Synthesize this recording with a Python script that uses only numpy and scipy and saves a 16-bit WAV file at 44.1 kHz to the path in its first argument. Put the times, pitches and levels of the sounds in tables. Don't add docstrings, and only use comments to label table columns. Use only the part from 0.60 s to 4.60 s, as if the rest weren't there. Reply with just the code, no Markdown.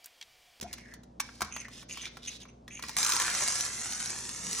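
import sys
import numpy as np
from scipy import signal
from scipy.fft import rfft, irfft
from scipy.io import wavfile
from scipy.ndimage import uniform_filter1d, map_coordinates

SR = 44100
rng = np.random.default_rng(int(sys.argv[2]) if len(sys.argv) > 2 else 0)


def write(x):
    x = np.atleast_2d(x).T
    wavfile.write(sys.argv[1], SR, np.round(np.clip(x, -1, 1) * 32767).astype(np.int16))


N = 176400
START_S = 2.366


def amp(db):
    return 10 ** (np.asarray(db) / 20)


def unit(x):
    return x / np.sqrt(np.mean(x ** 2) + 1e-20)


def clock():
    return np.arange(N) / SR


def noise():
    return rng.standard_normal(N)


def wander(size):
    return unit(uniform_filter1d(uniform_filter1d(noise(), size), size))


def fade(t60):
    return np.exp(-np.log(1000) * clock() / t60)


def gate(start, length, ramp):
    t = clock() - start
    return np.clip(np.minimum(t, length - t) / ramp, 0, 1)


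def convolve(x, response):
    return signal.fftconvolve(x, response)[:N]


def steep(x, order, hz, kind):
    return signal.sosfilt(signal.butter(order, hz, kind, fs=SR, output="sos"), x)


def along(points, hz):
    f, v = np.array(points, float).T
    return np.interp(np.log(hz + 1), np.log(f), v)


def colour(x, points, size=2048):
    cepstrum = irfft(np.log(amp(along(points, np.fft.rfftfreq(size, 1 / SR)))))
    cepstrum[1:size // 2] *= 2
    cepstrum[size // 2 + 1:] = 0
    response = irfft(np.exp(rfft(cepstrum)))
    return convolve(x, response / np.linalg.norm(response))


def ring(modes):
    y = sum(amp(db) * fade(t60) * np.sin(2 * np.pi * hz * clock()) for hz, db, t60 in modes)
    return y[:SR // 2] / np.linalg.norm(y)


def resonate(x, hz, width):
    return signal.lfilter(*signal.iirpeak(hz, hz / width, SR), x)


def glide(x, hz, width, speed):
    resonant = resonate(resonate(x, hz, width), hz, width)
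    return unit(map_coordinates(resonant, [np.cumsum(speed)], mode="mirror"))


def taps(times, sizes):
    return np.bincount(np.clip(times * SR, 0, N).astype(int), sizes, N + 1)[:N]


def bursts(times, sizes, t60):
    power = fade(t60)[:SR // 4] ** 2
    window = SR / 100
    return noise() * np.sqrt(np.abs(convolve(taps(times, sizes ** 2), power / power.sum() * window)))


# frequency in Hz, level in dB.
HUM = [(59.2, -61.5), (118.4, -65), (242.2, -64.5)]
# frequency in Hz, relative level in dB.
AIR = [(20, -18), (45, -14), (80, -6.5), (210, 0), (320, -6), (700, -15), (2000, -37), (6000, -37),
       (10000, -50), (12000, -59), (16000, -79)]
# frequency in Hz, side over mid in dB.
AIR_WIDTH = [(40, -15), (120, -22.5), (250, -18), (500, -0.5), (1000, 6.5), (4000, -34)]
AIR_DB = -57.5


def background():
    hum = sum(amp(db) * unit(np.sin(2 * np.pi * (hz * clock() + rng.random()))) for hz, db in HUM)
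    mid, side = (unit(colour(noise(), AIR)) for _ in range(2))
    side = irfft(rfft(side) * amp(along(AIR_WIDTH, np.fft.rfftfreq(N, 1 / SR))), N)
    return hum + amp(AIR_DB) * (mid + side * np.array([[1], [-1]]))


# frequency in Hz, relative level in dB, t60 in seconds.
TRACK_MODES = [(510, -19, 0.038), (1035, -5, 0.038), (1130, 3, 0.022), (1367, 5.5, 0.012),
               (1606, 13, 0.0045), (1846, 4.5, 0.0069), (2255, 7.5, 0.01), (2600, -14, 0.014),
               (3370, -7, 0.045)]
# frequency in Hz, relative level in dB.
CRACK = [(100, -61), (700, -22), (2500, -0.5), (4400, 6), (5000, 3), (6000, 6.5), (7400, 3), (9000, -0.5),
         (13000, 6.5), (15400, 3)]
TRACK_LOW_HZ = 790


def blows(table, blow_t60, crack_t60):
    times, body_db, crack_db = np.array(table, float).T
    body = convolve(bursts(times, amp(body_db), blow_t60), ring(TRACK_MODES))
    crack = colour(bursts(times, amp(crack_db), crack_t60), CRACK)
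    return steep(body, 2, TRACK_LOW_HZ, "high") + crack


# time in seconds, level of the blow driving the hollow body in dB,
# level of the crack in dB.
KNOCKS = [(0.012, -53, -37.5), (0.028, -51, -40.5), (0.129, -63, -35.5), (0.137, -51.5, -44),
          (0.182, -48.5, -52), (0.338, -57.5, -47), (0.434, -64.5, -57.5), (0.599, -39, -35.5),
          (0.602, -36.5, -28), (0.689, -47, -74), (0.807, -37.5, -36.5), (0.818, -32.5, -30),
          (0.823, -41, -39.5), (0.847, -68, -44), (0.964, -38.5, -41.5), (1.083, -52, -51.5),
          (1.228, -53, -54), (1.373, -44, -44), (1.436, -49, -69), (1.467, -47.5, -75),
          (1.57, -46.5, -48.5), (1.83, -64, -60), (1.853, -54, -64), (2.079, -47, -49), (2.194, -44, -48),
          (2.225, -45, -39), (2.237, -36.5, -43.5), (2.284, -48.5, -40), (2.293, -42, -38)]
CRACK_T60_S, BLOW_T60_S = 0.039, 0.021


def knocks():
    return blows(KNOCKS, BLOW_T60_S, CRACK_T60_S)


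# time in seconds, level in dB (doubled below).
THUDS = [(0.026, -40.5), (.82, -39.5), (2.236, -50), (2.365, -48.5)]
# frequency in Hz, relative level in dB, t60 in seconds.
TABLE_MODES = [(78, 4, 0.39), (142, 5, 0.083), (208, 4, 0.2), (350, 17.5, 0.011)]


def thuds(low_hz=55):
    times, db = np.array(THUDS).T
    boom = steep(ring(TABLE_MODES), 4, low_hz, "high")
    return convolve(taps(times, amp(db)), 2 * boom / np.abs(boom).max())


SQUEAK_S, SQUEAK_LENGTH_S, SQUEAK_DB = 0.039, 0.0274, -46.5
SQUEAK_HZ, SQUEAK_RISE_HZ_PER_S = 554, 8000


def squeak(overtone_db=-16):
    hz = SQUEAK_HZ + SQUEAK_RISE_HZ_PER_S * np.clip(clock() - SQUEAK_S, 0, SQUEAK_LENGTH_S)
    hz = hz * (1 + .12 * wander(size=60))
    phase = 2 * np.pi * np.cumsum(hz) / SR
    tone = unit(np.sin(phase) + amp(overtone_db) * np.sin(2 * phase))
    return amp(SQUEAK_DB) * gate(SQUEAK_S, SQUEAK_LENGTH_S, 0.0014) * tone


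# start in seconds, length in seconds, level of the hiss
# in dB, level of the rub in dB, first pitch of the rub in Hz, last pitch in Hz.
SCUFFS = [(0.053, 0.19, -62, -60, 2250, 2130), (0.225, 0.15, -65.5, -58, 2000, 1720),
          (0.618, 0.3, -58, -68, 4300, 4300), (0.938, 0.14, -71, -66, 3000, 2300),
          (0.993, 0.0507, -54, -50, 2630, 2200), (1.038, 0.035, -56, -43.5, 1790, 1995),
          (1.097, 0.15, -52.5, -59, 3350, 3350), (1.278, 0.091, -48.5, -59, 2000, 2900),
          (1.347, 0.15, -50, -46.5, 3150, 3600), (1.415, 0.068, -75, -50.5, 1800, 2700),
          (1.5, 0.13, -65, -65, 3600, 3600), (1.617, 0.17, -51, -51, 3400, 3950),
          (1.79, 0.05, -52, -53, 3920, 2900), (2.09, 0.35, -66.5, -58, 2200, 2200),
          (2.216, .17, -50.5, -60, 4030, 4030)]
# frequency in Hz, relative level in dB.
SCUFF = [(150, -39), (450, -6), (900, -11.5), (1800, -4.5), (3500, -4), (4700, 3), (5700, 3), (7500, -3.5),
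         (11000, -5.5), (15500, -11.5)]
SCUFF_RAMP_S, SCUFF_GRAINS_PER_S, SCUFF_GRAIN_DB = 0.025, 700, 4
RUB_WIDTH, RUB_WANDER = 0.3, .03


def scuffs(smooth=1.0):
    slips = np.cumsum(rng.exponential(1, N // 8)) / SCUFF_GRAINS_PER_S
    scatter = np.clip(noise()[:len(slips)], -1.5, 1.5)
    sizes = noise()[:len(slips)] * amp(SCUFF_GRAIN_DB * scatter)
    grains = unit(taps(slips, sizes)) + smooth * noise()
    hiss = unit(colour(grains, SCUFF))
    drift = 1 + RUB_WANDER * wander(size=700)
    out = 0
    for start, length, hiss_db, rub_db, first_hz, last_hz in SCUFFS:
        pitch = np.interp(clock(), [start, start + length], [1, last_hz / first_hz])
        rub = glide(grains, first_hz, RUB_WIDTH * first_hz, pitch * drift)
        out = out + gate(start, length, SCUFF_RAMP_S) * (amp(hiss_db) * hiss + amp(rub_db) * rub)
    return out


# start in seconds, length in seconds, level in dB, pitch ratio.
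SHOVES = [(0.907, 0.12, -44, 1.013), (1.285, 0.067, -47, 1.047), (1.406, 0.056, -46.5, 1.0),
          (1.663, 0.047, -41, 1), (1.813, 0.035, -52, 1.01), (1.88, 0.029, -55.5, 0.97),
          (2.101, 0.11, -48, 1.036)]
# frequency in Hz, width in Hz, relative level in dB.
GEAR = [(2450, 700, 3.5), (6195, 510, 7), (9300, 1100, -3)]
GEAR_TEETH_HZ, GEAR_ROUGH = 522.3, 0.44
GEAR_SAG_HZ, GEAR_ARCH_HZ, SHOVE_RAMP_S = 200.3, 310, 0.013


def gears(wander_hz=70):
    t, push, sag, tuning = clock(), 0, 0, 1
    for start, length, db, pitch in SHOVES:
        push = push + amp(db) * gate(start, length, SHOVE_RAMP_S)
        progress = np.clip((t - start) / length, 0, 1)
        sag = np.where(t > start, progress - .5, sag)
        tuning = np.where(t > start, pitch, tuning)
    gaps, sizes = rng.standard_normal((2, N // 40))
    teeth = taps(np.cumsum(np.exp(GEAR_ROUGH * gaps)) / GEAR_TEETH_HZ, amp(5.7 * sizes))
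    arch = GEAR_ARCH_HZ * (np.cos(np.pi * sag) - .5)
    shift = wander_hz * wander(size=700) - GEAR_SAG_HZ * sag + arch
    return push * unit(sum(amp(db) * glide(teeth, hz, w, tuning + shift / hz) for hz, w, db in GEAR))


# time in seconds, rate in Hz.
AXLE = [(2.37, 68.91), (2.5, 105.8), (2.75, 146.6), (3.05, 158), (3.4, 159.2), (3.65, 152.1), (3.8, 138.5),
        (3.93, 163.6)]
TURN_SHARE, TURN_JITTER = 0.09, 0.019
TURN_SCATTER_DB, SLIDE_SHARE, BOUNCE_DB = 7.5, 0.71, 1.3


def rail_contact():
    jitter = unit(uniform_filter1d(noise(), size=400))
    hz = np.interp(clock(), *np.array(AXLE).T) * (1 + TURN_JITTER * jitter)
    turns = np.cumsum(hz) / SR
    force = amp(TURN_SCATTER_DB * np.clip(noise(), -2, 2))[turns.astype(int)]
    pulses = force * np.exp(-(turns % 1) / TURN_SHARE)
    return noise() * (SLIDE_SHARE + pulses) * amp(BOUNCE_DB * wander(size=500))


# frequency in Hz, relative level in dB.
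SCRAPE = [(200, -26.5), (700, -4.5), (2000, -3.5), (3400, -6), (4500, 0.5), (5000, -3), (6100, -2),
          (7500, 2), (9300, 0.5), (11000, 0.5), (12500, -31), (15400, -38)]
# frequency in Hz, width in Hz, relative level in dB.
SHOE_RINGS = [(5900, 570, -1.5), (6310, 1100, 7), (7240, 140, 0.5), (7510, 700, -4.5)]
RING_DB, RING_WANDER = -5, 0.017


def shoe_scrape(contact):
    pressure = 1 + RING_WANDER * wander(size=2500)
    rings = unit(sum(amp(db) * glide(contact, f, w, pressure) for f, w, db in SHOE_RINGS))
    return unit(colour(contact, SCRAPE)) + amp(RING_DB) * rings


SIZZLE_HZ, SIZZLE_DB, SIZZLE_FADE_DB_PER_S = 12200, -18, 7


def sizzle(contact):
    level = amp(SIZZLE_DB - SIZZLE_FADE_DB_PER_S * (clock() - START_S))
    return level * unit(steep(contact, 8, SIZZLE_HZ, "high"))


RATTLE_PER_S, RATTLE_SCATTER_DB = 190, 3
RATTLE_BODY_DB, RATTLE_CRACK_DB = -12, -8.5
RATTLE_RING_DB, RATTLE_RING_WIDTH_HZ = 29.5, 670


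def chassis_rattle():
    hops = np.cumsum(rng.exponential(1, N // 100)) / RATTLE_PER_S
    sizes = amp(RATTLE_SCATTER_DB * np.clip(noise()[:len(hops)], -2, 2))
    rattle = bursts(hops, sizes, 0.0052)
    hollow = unit(convolve(rattle, ring(TRACK_MODES)))
    ringing = amp(RATTLE_RING_DB) * resonate(rattle, SHOE_RINGS[1][0], RATTLE_RING_WIDTH_HZ)
    ticks = unit(colour(rattle, SCRAPE) + ringing)
    return amp(RATTLE_BODY_DB) * hollow, amp(RATTLE_CRACK_DB) * ticks


# time in seconds, pitch in Hz, level in dB.
WHIR = [(2.37, 1302, -51), (2.459, 1332, -37.5), (2.66, 1401, -41.5), (2.69, 2255, -40), (2.8, 1649, -46),
        (3.1, 1653, -53.5), (3.421, 1650, -54), (3.539, 2212, -54.5), (3.649, 1712, -75)]
WHIR_WIDTH_HZ, WHIR_WANDER = 1100, .02


def motor_whir(contact):
    times, hz, db = np.array(WHIR).T
    pitch = np.interp(clock(), times, hz) / hz[0] * (1 + WHIR_WANDER * wander(size=1500))
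    return amp(np.interp(clock(), times, db)) * glide(contact, hz[0], WHIR_WIDTH_HZ, pitch)


# frequency in Hz, relative level in dB.
ROLL = [(50, -38), (90, 11), (180, 5), (330, 8.5), (600, 9.5), (1200, -7.5), (4000, -29)]
ROLL_DB = -56.5


def wheel_roll(contact):
    return amp(ROLL_DB) * unit(colour(contact, ROLL))


# time in seconds, level of the blow driving the hollow body
# in dB, level of the crack in dB.
CLACKS = [(2.367, -35.5, -29), (2.386, -38, -26), (2.43, -44, -27.5), (2.448, -45, -25.5),
          (2.465, -48, -28), (2.483, -43, -36), (2.499, -46, -28), (2.521, -47, -26.5), (2.535, -55, -29),
          (2.542, -62, -38), (2.558, -54, -32), (2.6, -35, -30), (2.62, -51, -30.5), (2.665, -53, -36),
          (2.68, -35.5, -41), (2.701, -43, -34.5), (2.75, -39, -32.5), (2.808, -41.5, -37),
          (3.008, -49.5, -31), (3.323, -47, -38.5), (3.688, -54, -56), (3.905, -64, -50), (3.93, -62, -34),
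          (3.948, -62, -53), (3.969, -66, -51)]
CLACK_T60_S = .011


def clacks():
    return blows(CLACKS, CLACK_T60_S, CLACK_T60_S)


BOOM_S, BOOM_WIDTH_S, BOOM_HZ, BOOM_DB = 3.86, 0.1, 178, -51.5


def bend_boom():
    swell = np.exp(-((clock() - BOOM_S) / BOOM_WIDTH_S) ** 2)
    rough = unit(resonate(noise(), BOOM_HZ, 54))
    return amp(BOOM_DB) * swell * unit(np.sin(2 * np.pi * BOOM_HZ * clock()) + 0.87 * rough)


# time in seconds, level driving the track's rumble in dB,
# level driving the scrape on the rails in dB.
RUN = [(2.38, -46, -31), (2.48, -40.5, -33), (2.68, -37, -36), (2.82, -35.5, -33.5), (3.001, -47, -35),
       (3.1, -44, -40), (3.35, -58, -39.5), (3.53, -40, -41), (3.65, -50, -43), (3.82, -50, -43),
       (3.921, -68, -40), (4.0, -55, -37.5)]


def running_car():
    times, body_db, scrape_db = np.array(RUN).T
    body = amp(np.interp(clock(), times, body_db))
    rails = amp(np.interp(clock(), times, scrape_db))
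    contact = rail_contact()
    hollow, ticks = chassis_rattle()
    on_rails = rails * (shoe_scrape(contact) + ticks + sizzle(contact))
    on_track = body * hollow + motor_whir(contact) + wheel_roll(contact) + bend_boom()
    return gate(START_S, 10, 0.00096) * (on_rails + on_track)


# time in seconds, lag in seconds.
ECHO = [(2.37, 0.0008), (2.55, 0.00081), (2.85, 0.0018), (3.15, 0.0015), (3.7, 0.001093), (4, 0.001)]
ECHO_DB = -10


def table_echo(x):
    delay = np.interp(clock(), *np.array(ECHO).T)
    return x + amp(ECHO_DB) * map_coordinates(x, [(clock() - delay) * SR])


# frequency in Hz, phase in radians.
PORT_PHASE = [(60, 0), (2000, 0), (2800, .8), (3600, .5), (4400, 1.4), (4850, 3.6), (5250, 6.4),
              (7000, 7.25), (9000, 8.2), (10800, 8.8), (12000, 9.27), (16000, 9.22)]
# frequency in Hz, level in dB.
PORT_BALANCE = [(100, 0.9), (380, 6), (1300, 2.4), (2400, -3.1), (4400, -2), (8000, -0.4)]


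def ports(x):
    hz = np.fft.rfftfreq(N, 1 / SR)
    half = np.exp(.5j * along(PORT_PHASE, hz)) * amp(along(PORT_BALANCE, hz) / 2)
    return irfft(rfft(x) * np.array([half, 1 / half]), N)


ROOM_T60_S, ROOM_TREBLE_T60_S = 0.41, 0.11
EARLY_T60_S, EARLY_DB = 0.025, 10
PLACE_S = .15


def room(x):
    own = np.array([noise(), noise()])
    shared_bass = steep(noise(), 10, 2255, "low")
    low = shared_bass + steep(steep(own, 10, 1393, "high"), 10, 6330, "low")
    high = steep(steep(own, 10, 4500, "high"), 10, 10400, "low")
    size, hop = SR // 2, int(PLACE_S * SR)
    early = gate(0.00033, 2, 0.00096) * (1 + amp(EARLY_DB) * fade(EARLY_T60_S))
    low_fade = (early * fade(ROOM_T60_S))[:size]
    high_fade = (early * fade(ROOM_TREBLE_T60_S))[:size]
    padded, out = np.pad(x, (hop, 2 * hop)), np.zeros((2, N + 3 * hop + size))
    for i in range(0, N + hop, hop):
        k = rng.integers(N - size)
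        tail = low[:, k:k + size] * low_fade + high[:, k:k + size] * high_fade
        tail = tail / np.linalg.norm(tail, axis=1, keepdims=True)
        piece = padded[i:i + 2 * hop] * signal.windows.cosine(2 * hop)
        out[:, i:i + 2 * hop + size - 1] += signal.fftconvolve(piece[None], tail)
    return out[:, hop:hop + N]


NEAR_ROOM_DB, ROOM_DB, FAR_ROOM_DB = -8.5, -7.5, -7


def scene():
    handling = knocks() + thuds() + squeak() + scuffs() + gears()
    run = table_echo(running_car()) + clacks()
    wet = amp(np.interp(clock(), [START_S, N / SR], [ROOM_DB, FAR_ROOM_DB]))
    reverberant = room(handling * amp(NEAR_ROOM_DB) + run * wet)
    return background() + ports(handling + run) + reverberant


TOP_HZ = 15900


def record(dry):
    return signal.sosfilt(signal.ellip(10, .2, 80, TOP_HZ, fs=SR, output="sos"), dry)


dry = scene()
out = record(dry)
write(out)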